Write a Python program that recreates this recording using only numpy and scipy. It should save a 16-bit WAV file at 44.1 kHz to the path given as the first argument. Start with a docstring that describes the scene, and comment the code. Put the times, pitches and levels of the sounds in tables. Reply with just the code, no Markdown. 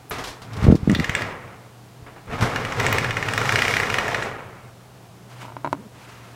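"""A folding door pushed open.

A sleeve brushes a light bathroom door close by, and its panels buckle loose with hollow thumps.
In two pushes the guide chatters (impact) and scrapes (sliding friction) along its metal track.
Afterwards a joint settles with a few dry stick-slip creaks over the hum of a fan."""
import sys
import numpy as np
from scipy import signal
from scipy.fft import rfft, irfft, next_fast_len
from scipy.io import wavfile

SR = 44100
rng = np.random.default_rng(int(sys.argv[2]) if len(sys.argv) > 2 else 0)


def to_wav(s):
    """Save 16-bit WAV."""
    ch = np.atleast_2d(s).T  # columns
    pcm = np.round(np.clip(ch, -1, 1) * 32767)  # PCM
    wavfile.write(sys.argv[1], SR, pcm.astype(np.int16))


N = 280035

# Levels are relative within each table; spectra list density levels.
# knocks of a panel in its frame: t/s, level/dB, starting f/Hz, number of strikes
KNOCKS = [(0.574, -22, 125, 3), (0.625, -12.5, 136, 1), (0.641, -6.5, 147, 2), (0.667, -6.5, 356, 2),
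          (0.684, 2, 133, 1), (0.700, -0.5, 294, 1), (0.708, -1.5, 171, 1), (0.724, 1, 330, 1),
          (0.746, -7.5, 354, 2), (0.830, -13.5, 147, 1), (0.875, -3.5, 296, 1), (0.896, -4, 250, 4),
          (0.962, -15, 376, 1), (0.991, -9.5, 258, 2), (1.094, -16.5, 149, 1), (2.024, -33, 130, 1),
          (2.295, -25, 99, 1), (2.424, -16.5, 151, 3)]
# upper modes of the panel: f/Hz, level/dB, T60/s
PANEL_MODES = [(427, -13.5, 0.043), (580, -21.5, 0.05), (756, -42, 0.023), (1010, -46, 0.022)]
# runs of catches in the track, one row a surge of the door: first t/s, last t/s, count,
# last gap / first gap, first level/dB, last level/dB, offset of every second catch/dB,
# pin f/Hz, offset of the crack/dB
SURGES = [(0.8973, 1.044, 4, 0.89, -23, -21.5, 1, 1980, -9.5),
          (1.0948, 1.22, 3, 1.23, -19.5, -23, 5, 1940, -10.5),
          (2.56, 2.7227, 3, 0.81, -20.5, -26.5, 0, 1900, -9.5),
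          (2.7994, 2.9836, 4, .87, -18, -18, 2, 2060, -8),
          (3.045, 3.2268, 4, 0.92, -20.5, -18.5, -1, 1940, -13.5),
          (3.286, 3.3777, 3, .83, -20.5, -15.5, -2.5, 1580, -7.5),
          (3.415, 3.523, 4, .77, -21, -13, -5, 1560, -10.5),
          (3.558, 3.7391, 7, 0.92, -13.5, -17, -4, 2040, -11),
          (3.768, 3.833, 3, 1.0, -15, -20.5, 0, 2000, -14),
          (3.9006, 3.985, 3, 1.05, -19.5, -15.5, 0.5, 1810, -10),
          (4.0803, 4.2242, 3, 1.19, -21, -22.5, 4, 1780, -13.5)]
# modes of the metal track: f/Hz, level/dB, T60/s
TRACK_MODES = [(1170, 1.5, 0.0083), (1407, 2.5, 0.091), (1500, -14, .02), (1667, 8, 0.04), (1866, 5, 0.14),
               (2190, 8, 0.01), (2227, 2, 0.15), (2460, 5.5, 0.081), (2850, 2, 0.12), (4000, -41, .02),
               (5740, -7, 0.13), (8200, -14, 0.024)]
# spectrum of a sharp crack: f/Hz, level/dB
CRACK_SPECTRUM = [(800, -37), (3000, 15), (5000, 8.5), (8000, 5), (10000, -4.5), (16000, -8)]
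# how hard the guide rubs, one curve a push: t/s, level/dB
PUSHES = [
    [(0.45, -51), (0.65, -31.5), (0.79, -52.5), (0.85, -47), (0.93, -37.5), (1.12, -36.5), (1.18, -31.5),
     (1.33, -37.5), (1.7, -56.5)],
    [(2.26, -53), (2.335, -29.5), (2.39, -32.5), (2.44, -30), (2.75, -33), (2.81, -26), (2.98, -27.5),
     (3.14, -33.5), (3.55, -29), (3.8, -30), (4.07, -28.5), (4.3, -33), (4.46, -43), (4.7, -51)],
]
# spectra of the sliding door's scrape, hiss and rumble: f/Hz, level/dB
SCRAPE_SPECTRUM = [(120, -26), (200, 8), (270, 4), (315, 7.5), (450, 15.5), (590, 10.5), (866, 11),
                   (1200, 10), (1330, 11), (1550, 5), (1820, 5.5), (2630, -1.5), (2820, -2.5), (4140, -19),
                   (6000, -47), (7800, -54), (13200, -120)]
HISS_SPECTRUM = [(2060, -13.5), (3500, -0.5), (4660, -4), (5300, -1), (5480, -4), (5680, -4), (8000, -10),
                 (9320, -15), (15100, -21.5), (16000, -31)]
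RUMBLE_SPECTRUM = [(15, -52), (25, -6), (70, -10.5), (113, 6.5), (178, -8), (280, -5.5), (360, -53),
                   (620, -120)]
# slips of the joint: t/s, level/dB
JOINT_SLIPS = [(5.567, -19), (5.6461, -11), (5.6524, -16), (5.6612, -17), (5.674, -15), (5.7289, -6.5)]
# modes of the joint: f/Hz, level/dB, T60/s
JOINT_MODES = [(152, -29.5, 0.24), (283, -26.5, 0.11), (367, -19, 0.028), (675, -5.5, 0.0062),
               (933, 2.5, 0.0056), (1360, -21.5, 0.018), (2030, -14.5, 0.0069), (2570, -31.5, 0.02),
               (3900, -30, 0.0094)]
# groan of the easing joint: t/s, f/Hz, level/dB
GROAN_CURVE = [(5.746, 277.4, -39), (5.775, 198, -50), (5.8, 195, -39.5), (5.822, 294, -39.5),
               (5.845, 225.5, -37), (5.89, 196, -51)]
# touches of sleeve and fingers: t/s, level/dB, decay time/s, brightness (0-1)
TOUCHES = [(0.109, -27, 0.06, 0.24), (0.183, -29.5, 0.047, 0.26), (0.239, -32.5, 0.035, 0.52),
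           (0.271, -32.5, 0.04, 0.44), (0.418, -38, 0.024, 0.37), (0.711, -27.5, 0.0078, 0.1),
           (2.064, -38.5, 0.031, .01), (2.161, -42, 0.038, .01), (2.408, -21, 0.019, 0.22),
           (2.423, -20.5, 0.044, 0.21)]
# spectra of rubbing cloth and fingertips: f/Hz, level/dB
CLOTH_SPECTRUM = [(100, 17.5), (400, 15), (1300, 15.5), (2500, 8), (5000, -12), (8000, -40), (16000, -54)]
FINGER_SPECTRUM = [(1000, -6), (3500, 8), (5500, 5), (8000, -1.5), (12000, -7.5), (16000, -18)]
# squeaks of skin on plastic: t/s, level/dB, f/Hz, decay time/s
SKIN_SQUEAKS = [(0.0975, -31, 12100, 0.0047), (0.916, -25, 7000, 0.0012), (0.949, -24.5, 3640, 0.0093),
                (2.83, -38, 7000, 0.0045), (2.927, -32, 14300, 0.0065), (4.23, -40, 7400, 0.0083)]
# shifts of clothing: t/s, level/dB, duration/s
CLOTHING_SHIFTS = [(5.283, -47, 0.18), (5.39, -42, .03), (5.931, -44.5, 0.48)]
# spectrum of their swish: f/Hz, level/dB
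SWISH_SPECTRUM = [(200, 1), (600, 0.5), (1400, 4), (1750, 0), (2200, -0.5), (2800, -2.5), (3500, -7),
                  (7000, -12.5), (10000, -18), (16000, -27)]
# spectrum of the fan's air noise: f/Hz, level/dB
AIR_SPECTRUM = [(12, -51), (20, -45), (48, -22.5), (123, -12), (154, -17), (187, -12), (216, -20),
                (367, -20), (410, -20.5), (527, -21), (574, -24.5), (678, -21), (1910, -32),
                (7950, -40.5), (16000, -47)]
# reverberation time of the room: f/Hz, T60/s
ROOM_DECAY = [(100, 0.97), (300, 1), (1000, 0.93), (2200, 0.6), (5000, 0.33), (14000, 0.15)]
# the pin's impact and rebounds, and the joint's early reflections: delay/s, amplitude ratio
PIN_IMPACTS = [(0, 1), (.0016, .8), (.0029, .5), (.008, .22)]
JOINT_ECHOES = [(.0021, .22), (.0031, .3), (.0145, .07), (.021, .08)]


def panel_thumps(swell_s=.002, sag_s=.0048, low_hz=104, sway_s=.008, sway_hz=88,
                 rebound_s=.0105, rebound_db=-.7, hardening=2.6):
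    """Dispersion of bending waves: each knock arrives high first and sags to the panel's low note."""
    out, t = np.zeros(N), np.arange(SR // 10) / SR
    sway = amp(-15) * t / sway_s * np.exp(1 - t / sway_s) * np.sin(2 * np.pi * sway_hz * t)  # whole leaf
    clack = modes(PANEL_MODES, t).sum(0) * (1 - np.exp(-t / .00076))
    for s, first_db, hz, count in KNOCKS:
        cycles = np.cumsum(low_hz + (hz - low_hz) * np.exp(-t / sag_s)) / SR
        flex = t / swell_s * np.exp(1 - t / swell_s) * np.sin(2 * np.pi * cycles)
        for db in first_db + rebound_db * np.arange(count):  # a loose panel strikes on each swing
            upper = amp(hardening * db) * clack  # harder knocks reach higher modes
            add(out, s, amp(db) * (flex + sway) + upper)
            s += rebound_s * (1 + .17 * rng.standard_normal())
    return out


def guide_chatter(pin_decay_s=.00099, contact_s=.0001, choke_s=.0094):
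    """Impact excitation: the guide pin snaps free, rebounds between the track's walls and rings them."""
    out, t = np.zeros(N), np.arange(SR // 10) / SR
    burst = np.exp(-(t / .004) ** 2) + .2 * np.exp(-t / .012)
    pin_envelope = (1 - np.exp(-t / contact_s)) * np.exp(-t / pin_decay_s)
    damping = np.exp(-t / choke_s)  # the pin presses on the track and chokes it
    bands_hz = np.geomspace(1000, 16000, 16)
    for s, db, hz, crack_db in catches():
        rattle = np.zeros(len(t))
        for delay_s, share in PIN_IMPACTS:
            late, detune = rng.uniform([.9, .94], [1.1, 1.05])
            add(rattle, delay_s * late, share * pin_envelope * np.sin(2 * np.pi * hz * detune * t))
        # each spot on the track rings and cracks differently
        tuning = rng.uniform(.975, 1.02)
        ring = rng.choice([-.5, .5], len(TRACK_MODES)) @ modes(TRACK_MODES, t * tuning)
        rattle += amp(-14) * ring * damping
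        rattle /= rattle[:SR // 250].std()
        bands_db = value_at(CRACK_SPECTRUM, bands_hz) + rng.normal(0, 3.4, len(bands_hz))
        crack = noise(np.transpose([bands_hz, bands_db]), len(t)) * burst
        add(out, s, amp(db + 1) * rattle + amp(db + crack_db) * crack)
    return out


def catches():
    """Quasi-periodic impacts, their gaps changing linearly in a surge: t/s, level/dB, f/Hz, crack/dB."""
    rows = []
    for first_s, last_s, count, gap_ratio, first_db, last_db, second_db, hz, crack_db in SURGES:
        elapsed = np.append(0, np.cumsum(np.linspace(1, gap_ratio, count - 1)))
        times = first_s + (last_s - first_s) * elapsed / elapsed[-1]
        db = np.linspace(first_db, last_db, count) + second_db * (np.arange(count) % 2)
        rows += zip(times, db, [hz] * count, [crack_db] * count)
    return np.array(rows)


def guide_scrape(slips_per_s=5000, full_catches_per_s=33.6, folding_db=-11):
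    """Sliding friction: countless tiny slips excite track and panels, and the hiss grows with speed."""
    slips = rng.standard_normal(N) * (rng.random(N) < slips_per_s / SR)
    grain_db = -.5 * np.minimum(rng.exponential(1, N), 4)
    slips *= amp(grain_db + .98 * drift(33))
    hz = np.fft.rfftfreq(N, 1 / SR)
    resonances = sum(amp(db) / (1 + 1j * (hz - f) * t60) for f, db, t60 in TRACK_MODES)
    ring = unit_rms(irfft(rfft(slips) * resonances, N))
    body = amp(1) * (colour(slips, SCRAPE_SPECTRUM) + .14 * ring)
    hiss = amp(-5) * unit_rms(colour(slips, HISS_SPECTRUM) + noise(HISS_SPECTRUM))
    rumble = amp(-8 + drift(6.2)) * noise(RUMBLE_SPECTRUM)
    out = np.zeros(N)
    for push in PUSHES:
        s, db = np.transpose(push)
        pace = door_speed(s[0], s[-1]) / full_catches_per_s
        out += envelope(s, db) * (body + hiss * pace ** .93)
        # over each push the leaves fold up, stiffen and rumble less
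        folded = np.clip((np.arange(N) / SR - s[0]) / (s[-1] - s[0]), 0, 1)
        out += envelope(s, .7 * db) * rumble * amp(folding_db * folded ** 2)
    return out


def door_speed(from_s, to_s, run_up_s=.7, coast_s=.16, creep_per_s=1.7):
    """Rate is the reciprocal of period: the speed during one push, in catches a second."""
    s = catches()[:, 0]
    s = s[(s > from_s) & (s < to_s)]
    times = [s[0] - run_up_s, *s, s[-1] + coast_s]
    rates = [creep_per_s, *(1 / np.gradient(s)), creep_per_s]
    return np.interp(np.arange(N) / SR, times, rates)


def joint_creaks(contact_s=.00061, hardening=1.8):
    """Stick-slip: each slip rings the damped joint, and the frame and nearby walls reflect it."""
    direct, t = np.zeros(N), np.arange(SR // 5) / SR
    ring = modes(JOINT_MODES, t).sum(0) * (1 - np.exp(-t / contact_s))
    ring = highpass(ring, hz=110)  # too small to radiate bass
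    strain = scatter(from_s=5.42, to_s=5.53, db=-29, count=7)  # the joint takes up the load
    for s, db in [*strain, *JOINT_SLIPS]:
        snap = noise(CRACK_SPECTRUM, len(t)) * np.exp(-t / .0012)
        add(direct, s, amp(db + 7) * ring + amp(hardening * db - 18) * snap)  # big slips snap sharply
    out = direct.copy()
    for delay_s, share in JOINT_ECHOES:
        add(out, delay_s, share * direct)
    return out


def joint_groan(octave_db=-9, roughness=.65):
    """Frictional self-oscillation: fast, uneven slips of the joint merge into a short low tone."""
    s, hz, db = np.transpose(GROAN_CURVE)
    phase = 2 * np.pi * np.cumsum(np.interp(np.arange(N) / SR, s, hz)) / SR
    tone = np.sin(phase) + amp(octave_db) * np.sin(2 * phase)
    return envelope(s, db) * tone * (1 + roughness * drift(60))


def hand_brushes(rise_s=.00059, grip_decay_s=.012, grip_brightness=.59):
    """Friction noise: short rubs on the door, dull for the sleeve and bright for the fingertips."""
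    out, t = np.zeros(N), np.arange(SR // 3) / SR
    grip = scatter(from_s=.52, to_s=.76, db=-38, count=6)  # the fingers take hold
    scuffs = [(s, db, grip_decay_s, grip_brightness) for s, db in grip]
    for s, db, decay_s, bright in [*TOUCHES, *scuffs]:
        cloth, finger = noise(CLOTH_SPECTRUM, len(t)), noise(FINGER_SPECTRUM, len(t))
        rub = unit_rms((1 - bright) * cloth + bright * finger)
        add(out, s, amp(db + 1) * rub * (1 - np.exp(-t / rise_s)) * np.exp(-t / decay_s))
    return out


def skin_squeaks(skirt_db=-28):
    """Stick-slip of skin on plastic: a brief whistle in one narrow treble band."""
    out, t = np.zeros(N), np.arange(SR // 10) / SR
    for s, db, hz, decay_s in SKIN_SQUEAKS:
        band = [(hz / 8, -70), (hz * .65, skirt_db), (hz * .9, 0),
                (hz * 1.12, -2), (hz * 1.5, skirt_db), (hz * 8, -70)]
        add(out, s, amp(db + 1) * noise(band, len(t)) * np.exp(-t / decay_s))
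    return out


def clothing_rustle(rise_s=.024, sag_db_per_s=-7, fall_s=.035, flutter_db=2):
    """Amplitude-modulated friction noise: each swish of cloth rises quickly, sags and dies away."""
    swell, t = np.zeros(N), np.arange(SR) / SR
    for s, db, length_s in CLOTHING_SHIFTS:
        shape = np.minimum(t / rise_s, 1) * np.exp(-np.maximum(t - length_s, 0) / fall_s)
        add(swell, s, amp(db - 2 + sag_db_per_s * t) * shape)
    return noise(SWISH_SPECTRUM) * swell * amp(flutter_db * drift(21))


def ceiling_fan(hum_hz=120, waver_hz=3, hum_db=-49, air_db=-47.5):
    """Superposition of tone and broadband noise: a wavering hum in a steady rush of air."""
    phase = 2 * np.pi * np.cumsum(hum_hz + waver_hz * drift(13.2)) / SR
    hum = amp(hum_db + 2 * drift(1.4)) * np.sqrt(2) * np.sin(phase)
    return hum + amp(air_db) * noise(AIR_SPECTRUM)


def room(x):
    """Reverberation: sparse reflections of random sign, each band decaying at its own rate."""
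    taps = rng.choice([-1., 1.], SR) * (rng.random(SR) < .1)
    taps[:SR // 200] = 0  # no reflection in the first 5 ms
    hz, t, bands = signal.stft(taps, SR, nperseg=256)
    decay = amp(-60 * t / value_at(ROOM_DECAY, hz)[:, None])
    tail = signal.istft(bands * decay, SR, nperseg=256)[1]
    return signal.fftconvolve(x, tail / np.linalg.norm(tail))[:N]


def amp(db):
    """Amplitude ratio of a level."""
    return 10 ** (np.asarray(db) / 20)


def unit_rms(x):
    """Normalisation to rms 1."""
    return x / np.sqrt(np.mean(x ** 2) + 1e-20)


def value_at(points, hz):
    """Linear interpolation on a log-frequency axis."""
    f, value = np.transpose(points)
    return np.interp(np.log(hz + 1), np.log(f + 1), value)


def colour(x, spectrum):
    """Spectral shaping of x, at rms 1."""
    size = next_fast_len(len(x))
    gain = amp(value_at(spectrum, np.fft.rfftfreq(size, 1 / SR)))
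    return unit_rms(irfft(rfft(x, size) * gain, size)[:len(x)])


def noise(spectrum, size=N):
    """Coloured Gaussian noise of rms 1."""
    return colour(rng.standard_normal(size), spectrum)


def drift(corner_hz):
    """Low-pass random fluctuation of rms 1."""
    hz = np.fft.rfftfreq(N, 1 / SR)
    return unit_rms(irfft(rfft(rng.standard_normal(N)) / (1 + (hz / corner_hz) ** 2), N))


def highpass(x, hz):
    """Second-order bass roll-off."""
    return signal.sosfilt(signal.butter(2, hz, "highpass", fs=SR, output="sos"), x)


def modes(table, t):
    """Free vibration: damped sines, one row a mode."""
    hz, db, t60 = np.transpose(table)[:, :, None]
    return amp(db - 60 * t / t60) * np.sin(2 * np.pi * hz * t)


def envelope(s, db):
    """A level curve as a gain, silent outside its span."""
    return amp(np.interp(np.arange(N) / SR, s, db, left=-np.inf, right=-np.inf))


def scatter(from_s, to_s, db, count):
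    """Events jittered in time and strength: t/s, level/dB."""
    place, strength = rng.random((count, 2)).T
    times = from_s + (to_s - from_s) * (np.arange(count) + place) / count
    return np.transpose([times, db + 6 * (strength - .5)])


def add(mix, s, sound):
    """Superposition of a sound on the mix, from time s."""
    part = mix[max(round(s * SR), 0):][:len(sound)]
    part += sound[:len(part)]


def scene():
    """Direct and reverberant sound add at one point close to the door."""
    thumps = panel_thumps()
    chatter = guide_chatter() + skin_squeaks()
    joint = joint_creaks() + joint_groan()
    cloth = hand_brushes() + clothing_rustle()
    reverb = room(amp(-9.5) * chatter + amp(-28) * joint + amp(-12.5) * cloth)
    boom = amp(-30) * room(thumps)  # the panels are so close that direct sound dominates
    return (thumps + chatter + joint + cloth + reverb + boom + guide_scrape() + ceiling_fan())[None]


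def record(dry, edge_hz=15900):
    """Band limiting and overload: the microphone sheds deep bass and top treble; loud thumps clip."""
    clipped = np.clip(highpass(dry, hz=24), -1, 1)
    lowpass = signal.firwin(511, edge_hz, window=("kaiser", 9), fs=SR)
    return signal.oaconvolve(clipped, lowpass[None], "same")


dry = scene()
out = record(dry)
to_wav(out)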